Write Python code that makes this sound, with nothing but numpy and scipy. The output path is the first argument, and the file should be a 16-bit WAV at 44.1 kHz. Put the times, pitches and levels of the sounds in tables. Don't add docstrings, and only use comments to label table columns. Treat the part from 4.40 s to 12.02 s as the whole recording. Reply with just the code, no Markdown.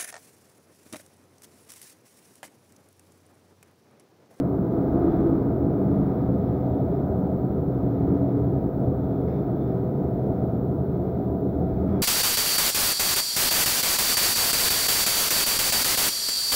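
import sys
import numpy as np
from scipy import signal
from scipy.fft import rfft, irfft, next_fast_len
from scipy.io import wavfile
from scipy.ndimage import uniform_filter1d

SR = 44100
rng = np.random.default_rng(int(sys.argv[2]) if len(sys.argv) > 2 else 0)


def waveform_to_disk(signal):
    frames = np.transpose(np.atleast_2d(signal))
    scaled = np.clip(frames, -1, 1) * 32767
    samples = np.round(scaled).astype(np.int16)
    wavfile.write(sys.argv[1], SR, samples)


N = 336042


def from_db(db):
    return 10 ** (np.asarray(db) / 20)


def rms_one(x):
    return x / np.sqrt(np.mean(x ** 2) + 1e-20)


def seconds():
    return np.arange(N) / SR


def level_curve(rows):
    times, levels_db = np.transpose(rows)
    return from_db(np.interp(seconds(), times, levels_db))


def shaped_noise(response):
    size = next_fast_len(N, real=True)
    hz = np.maximum(np.fft.rfftfreq(size, 1 / SR), 1)
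    spectrum = rfft(rng.standard_normal(size)) * response(hz)
    return rms_one(irfft(spectrum, size)[:N])


def coloured(spectrum):
    points_hz, points_db = np.transpose(spectrum)
    return shaped_noise(lambda hz: from_db(np.interp(np.log(hz), np.log(points_hz), points_db)))


def resonating(modes):
    def response(hz):
        power = 0
        for centre, width, db in modes:
            power = power + from_db(db) ** 2 / width / (1 + ((hz - centre) / width) ** 2) ** 2
        return np.sqrt(power)
    return shaped_noise(response)


def steadied(x, span_s):
    power = uniform_filter1d(x ** 2, max(int(span_s * SR), 2))
    return x / np.sqrt(np.maximum(power, 0) + 1e-9)


def drift(rate_hz):
    return shaped_noise(lambda hz: 1 / (1 + (hz / rate_hz) ** 2))


def tone(hz, wander_hz, flutter_db, rate_hz):
    phase = 2 * np.pi * np.cumsum(hz + wander_hz * drift(rate_hz)) / SR
    return rms_one(np.sin(phase) * from_db(flutter_db * drift(rate_hz)))


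def arch(middle_s, length_s):
    return np.cos(np.pi * np.clip((seconds() - middle_s) / length_s, -.5, .5))


AIR_WAVER_DB, CAR_WAVER_DB, WAVER_HZ = 1, 0.85, 7


def receding(start_db, fade_db_per_s, waver_db):
    return from_db(start_db - fade_db_per_s * seconds() + waver_db * drift(WAVER_HZ))


# (crest time [s], rise spread [s], fall spread [s],
#                      rush of air level [dB], hollow ringing level [dB])
RIDE_SURGES = [(0.719, .29, .27, -44, -23.5), (1.3, 0.059, .11, -55.5, -27.5), (1.68, 0.15, .2, -49, -37),
               (3.7, .08, 0.061, -53, -29), (5.1, .12, .15, -55.5, -33), (7.54, 0.081, .2, -47.5, -38)]


def surges():
    t, gust, ringing = seconds(), 0, 0
    for crest, rise, fall, air_db, ring_db in RIDE_SURGES:
        spread = np.where(t < crest, rise, fall)
        hump = np.exp(-.5 * ((t - crest) / spread) ** 2)
        gust = gust + from_db(air_db) * hump
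        ringing = ringing + from_db(ring_db) * hump
    return gust, ringing


# (frequency [Hz], relative level [dB])
HISS_SPECTRUM = [(100, 0), (2500, -10), (4500, -10), (5600, -13), (7000, -20), (8500, -26), (9800, -17),
                 (11500, -9), (12800, -5), (13400, -3.5), (15500, 3), (17000, -3.5)]
HISS_DB, HISS_SURGE_DB = -65.5, -25


def high_hiss(gust):
    level = np.hypot(from_db(HISS_DB), from_db(HISS_SURGE_DB) * gust)
    return level * coloured(HISS_SPECTRUM)


# (frequency [Hz], relative level [dB])
RUB_SPECTRUM = [(1000, -14), (1500, 0.5), (1800, 3), (2100, 0.5), (2400, -4.5), (2750, -14), (3000, -13),
                (4000, -13), (4500, -17.5), (5400, -18.5), (7000, -34), (12000, -54.5)]
# (time [s], level [dB])
RUB_LEVEL = [(0, -65), (0.15, -68.5), (0.7, -61.3), (1.15, -66.5), (1.7, -64.5), (2.8, -67.5), (3.25, -70),
             (3.7, -65), (4.5, -69.3), (5.1, -67.5), (6.0, -67.9), (6.4, -72), (6.7, -66.5), (7.0, -71.5),
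             (7.62, -62.5)]
# (frequency [Hz], half-width [Hz], relative level [dB])
RAIL_RESONANCES = [(3390, 130, 1.5), (3640, 210, 2.5), (4030, 240, 0), (5100, 600, -13)]
# (time [s], level [dB])
RINGING_LEVEL = [(0, -80.5), (0.8, -71), (1.15, -79), (1.7, -73.5), (2.35, -73.6), (3.2, -76.9),
                 (3.7, -75.2), (4.3, -76), (5.0, -73.5), (5.6, -76.5), (7.2, -75), (7.62, -74.5)]
# (time [s], level [dB], time to decay by 60 dB [s])
SHOE_SCRAPES = [(4.865, -58.8, .9), (5.27, -66, .8), (7.46, -62.5, 1.5)]
# (frequency [Hz], half-width [Hz], relative level [dB])
SCRAPE_RESONANCES = [(1580, 110, -1.5), (1820, 100, 0), (2150, 260, 2), (5100, 600, -10.5)]
# (middle time [s], length [s], pitch [Hz], peak level [dB])
SHOE_SQUEALS = [(0.738, .4, 3480, -73.5), (2.38, 0.2, 3570, -76.5), (4.72, 0.36, 3490, -78),
                (4.96, .25, 3560, -74), (5.237, 0.2, 3560, -71.5), (7.56, .2, 3380, -71)]


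def guide_shoes():
    t = seconds()
    grip = from_db(0.5 * drift(7.6))
    rubbing = from_db(1.5) * level_curve(RUB_LEVEL) * coloured(RUB_SPECTRUM)
    singing = from_db(-2.0) * level_curve(RINGING_LEVEL) * resonating(RAIL_RESONANCES)
    catching = 0
    for start, db, t60 in SHOE_SCRAPES:
        onset = np.clip((t - start) / .02, 0, 1)
        catching = catching + from_db(db - 60 * np.abs(t - start) / t60) * onset
    out = grip * (rubbing + singing) + catching * resonating(SCRAPE_RESONANCES)
    for middle, length, hz, db in SHOE_SQUEALS:
        out = out + from_db(db) * arch(middle, length) * resonating([(hz, 120, 0)])
    return out


# (frequency [Hz], relative level [dB])
HUM_TONES = [(274.8, 2), (283.8, -1.5)]
# (time [s], level [dB])
DRIVE_LOAD = [(0, -28), (0.3, -32.7), (0.9, -28.5), (1.7, -29), (2.1, -31), (3.2, -35), (3.75, -25.5),
              (4.35, -32.5), (4.6, -29.5), (5.1, -38), (6.1, -39.5), (6.9, -34), (7.62, -33.5)]
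# (frequency [Hz], level [dB])
WHINE_TONES = [(959, -61.5), (991, -59.5), (1397, -69), (1473, -73.5)]


def drive():
    hum = sum(from_db(db) * tone(hz, wander_hz=1.29, flutter_db=3.5, rate_hz=3.24)
              for hz, db in HUM_TONES)
    whine = sum(from_db(db) * tone(hz, wander_hz=4.89, flutter_db=4.0, rate_hz=8.65)
                for hz, db in WHINE_TONES)
    return from_db(-0.2) * level_curve(DRIVE_LOAD) * steadied(hum, span_s=0.13) + whine


# (frequency [Hz], relative level [dB])
RUSH_SPECTRUM = [(600, -11.5), (800, 2.5), (900, 5), (1000, 0.5), (1090, -1.5), (1170, 0.5), (1260, 4),
                 (1380, -3.5), (1480, -6), (1650, -11.5), (1850, -27), (2200, -43.5), (3000, -65)]
RUSH_DB, RUSH_FADE_DB_PER_S = -48, .5


def rushing_air(gust):
    steady = receding(RUSH_DB, RUSH_FADE_DB_PER_S, waver_db=0.52)
    return np.hypot(steady, gust) * coloured(RUSH_SPECTRUM)


# (middle time [s], length [s], pitch [Hz], peak level [dB])
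AIR_BOOMS = [(0.87, 0.67, 46, -40), (1.55, 0.43, 192.3, -23.5), (2.0, 0.46, 187, -29.5),
             (2.85, 0.33, 184, -27), (3.738, .25, 183, -29), (3.65, 0.19, 78, -31), (4.102, 0.47, 124, -27),
             (4.478, 0.15, 125, -23), (7.423, 0.55, 79.6, -29.5), (7.5, .4, 199, -29.5)]
BOOM_WIDTH_HZ = 9


def booms():
    out = 0
    for middle, length, hz, db in AIR_BOOMS:
        ringing = steadied(resonating([(hz, BOOM_WIDTH_HZ, 0)]), span_s=0.058)
        out = out + from_db(db) * arch(middle, length) * ringing
    return out


# (frequency [Hz], half-width [Hz], relative level [dB])
FRAME_RESONANCES = [(257, 29, -5), (298.6, 4.8, 2), (343, 5.7, -2.5), (336, 8.4, -6), (353, 4.6, -3),
                    (362, 17, -9.5), (386.5, 8.2, 5.5), (405, 2.1, 1), (413.3, 3.3, -2), (400, 15, -7),
                    (438.4, 6, 0.5), (466, 2.8, -10), (476, 26, -4.5), (503.5, 7.3, -4)]
# (frequency [Hz], relative level [dB])
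ROAR_SPECTRUM = [(150, -29), (240, -2.5), (280, -3.5), (315, -2), (360, -2), (420, -8.5), (450, -7.5),
                 (510, -4.5), (545, -16), (700, -23), (1200, -75)]
ROAR_DB, ROAR_FADE_DB_PER_S = -29, 0.07
# (frequency [Hz], half-width [Hz], relative level [dB])
PANEL_RESONANCES = [(645, 9.9, -2), (639, 6.4, 0), (668, 16, 1), (727, 8, -3.5), (753, 12, -4),
                    (750, 2.4, 0.5), (868, 5.3, -15)]
# (frequency [Hz], relative level [dB])
DRONE_SPECTRUM = [(400, -14), (540, -2), (600, 3.5), (660, 7), (750, -2.5), (785, -6.5), (850, -7),
                  (950, -20.5), (1200, -59)]
# (time [s], level [dB])
PANEL_LEVEL = [(0, -38.5), (.75, -34.5), (1.1, -39), (1.6, -35), (1.9, -38), (2.25, -35), (2.8, -35.5),
               (3.2, -39.5), (4.05, -36), (5.45, -38.5), (5.9, -35), (6.5, -38.5), (7.62, -36)]
# (frequency [Hz], half-width [Hz], relative level [dB])
SURGE_RESONANCES = [(238, 12, -3), (275, 17, 2), (330, 4.9, 4), (343, 10, 2.5), (386, 12, -8),
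                    (414, 3.8, -2.5), (490, 3.3, -8.5), (541, 9, -18), (708, 5.4, -12.5), (807, 18, -16.5),
                    (990, 6.9, -25), (50.4, 1.5, -13.5)]


def car(ringing):
    frame = from_db(-3.5) * resonating(FRAME_RESONANCES) + from_db(-3.5) * coloured(ROAR_SPECTRUM)
    panels = from_db(-5.5) * resonating(PANEL_RESONANCES) + from_db(1.0) * coloured(DRONE_SPECTRUM)
    roar_level = receding(ROAR_DB, ROAR_FADE_DB_PER_S, CAR_WAVER_DB)
    drone_level = level_curve(PANEL_LEVEL) * from_db(CAR_WAVER_DB * drift(WAVER_HZ))
    roar = roar_level * steadied(frame, span_s=0.16)
    drone = drone_level * steadied(panels, span_s=1.0)
    swell = ringing * steadied(resonating(SURGE_RESONANCES), span_s=0.36)
    return roar + drone + swell


# (frequency [Hz], half-width [Hz], relative level [dB])
COLUMN_RESONANCES = [(37, 10, -21), (44, 1.2, -11), (48, 1.4, 0), (54, 3, -7)]
COLUMN_DB, COLUMN_SURGE_DB = -52.5, -1.5
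# (frequency [Hz], half-width [Hz], relative level [dB])
DEEP_RESONANCES = [(56.4, 1.9, -17), (73.5, 13, 2), (75.67, 1.5, -1), (80.7, 6.7, -2), (87, 4, 0.5),
                   (81, 6.9, -9.5)]
# (time [s], level [dB])
THROB_LEVEL = [(0, -34), (.3, -40.5), (.55, -34), (2.8, -33), (3.2, -36), (4.5, -33), (5.3, -38),
               (6.2, -33.5), (7.62, -37.5)]
# (frequency [Hz], half-width [Hz], relative level [dB])
MIDDLE_RESONANCES = [(110.1, 3.1, -4), (122.2, 7, 3.5), (126.1, 3.9, 3.5), (138.9, 2.7, 2), (134, 6.7, -11),
                     (157.3, 4, -3.5), (138, 7.8, -5.5)]
# (time [s], level [dB])
MIDDLE_LOUDNESS = [(0, -30.5), (.6, -31), (1.3, -28), (2.4, -28), (2.85, -31), (3.5, -27.5), (4.3, -28.5),
                   (4.85, -30), (5.15, -29), (6.3, -28), (6.8, -32), (7.62, -31)]
# (frequency [Hz], half-width [Hz], relative level [dB])
UPPER_RESONANCES = [(173, 6.7, 1.5), (187, 18, 0.5), (186.7, 0.42, -3), (192.4, 5.5, -3.5),
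                    (192, 3.4, -14.5), (224.1, 3.2, -4.5), (207, 40, 0)]
UPPER_DB, UPPER_FADE_DB_PER_S = -29.7, 0.12


def shaft(gust):
    column_level = np.hypot(from_db(COLUMN_DB), from_db(COLUMN_SURGE_DB) * gust)
    column = column_level * steadied(resonating(COLUMN_RESONANCES), span_s=0.24)
    throb_level = level_curve(THROB_LEVEL) * from_db(AIR_WAVER_DB * drift(WAVER_HZ))
    throb = throb_level * steadied(resonating(DEEP_RESONANCES), span_s=0.38)
    middle = level_curve(MIDDLE_LOUDNESS) * steadied(resonating(MIDDLE_RESONANCES), span_s=0.16)
    hollow_level = receding(UPPER_DB, UPPER_FADE_DB_PER_S, AIR_WAVER_DB)
    hollow = hollow_level * steadied(resonating(UPPER_RESONANCES), span_s=0.16)
    return column + throb + middle + hollow


# (middle time [s], length [s], change at the middle [dB])
RUMBLE_DIPS = [(4.305, .13, -2.5)]


def scene():
    gust, ringing = surges()
    dipping = from_db(sum(db * arch(middle, length) for middle, length, db in RUMBLE_DIPS))
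    rumble = drive() + booms() + car(ringing) + shaft(gust)
    mix = high_hiss(gust) + guide_shoes() + rushing_air(gust) + dipping * rumble
    return mix[None]


CUTOFF_HZ = 15800


def record(dry):
    low_pass = signal.ellip(12, .1, 80, CUTOFF_HZ, fs=SR, output="sos")
    return signal.sosfilt(low_pass, dry)


dry = scene()
out = record(dry)
waveform_to_disk(out)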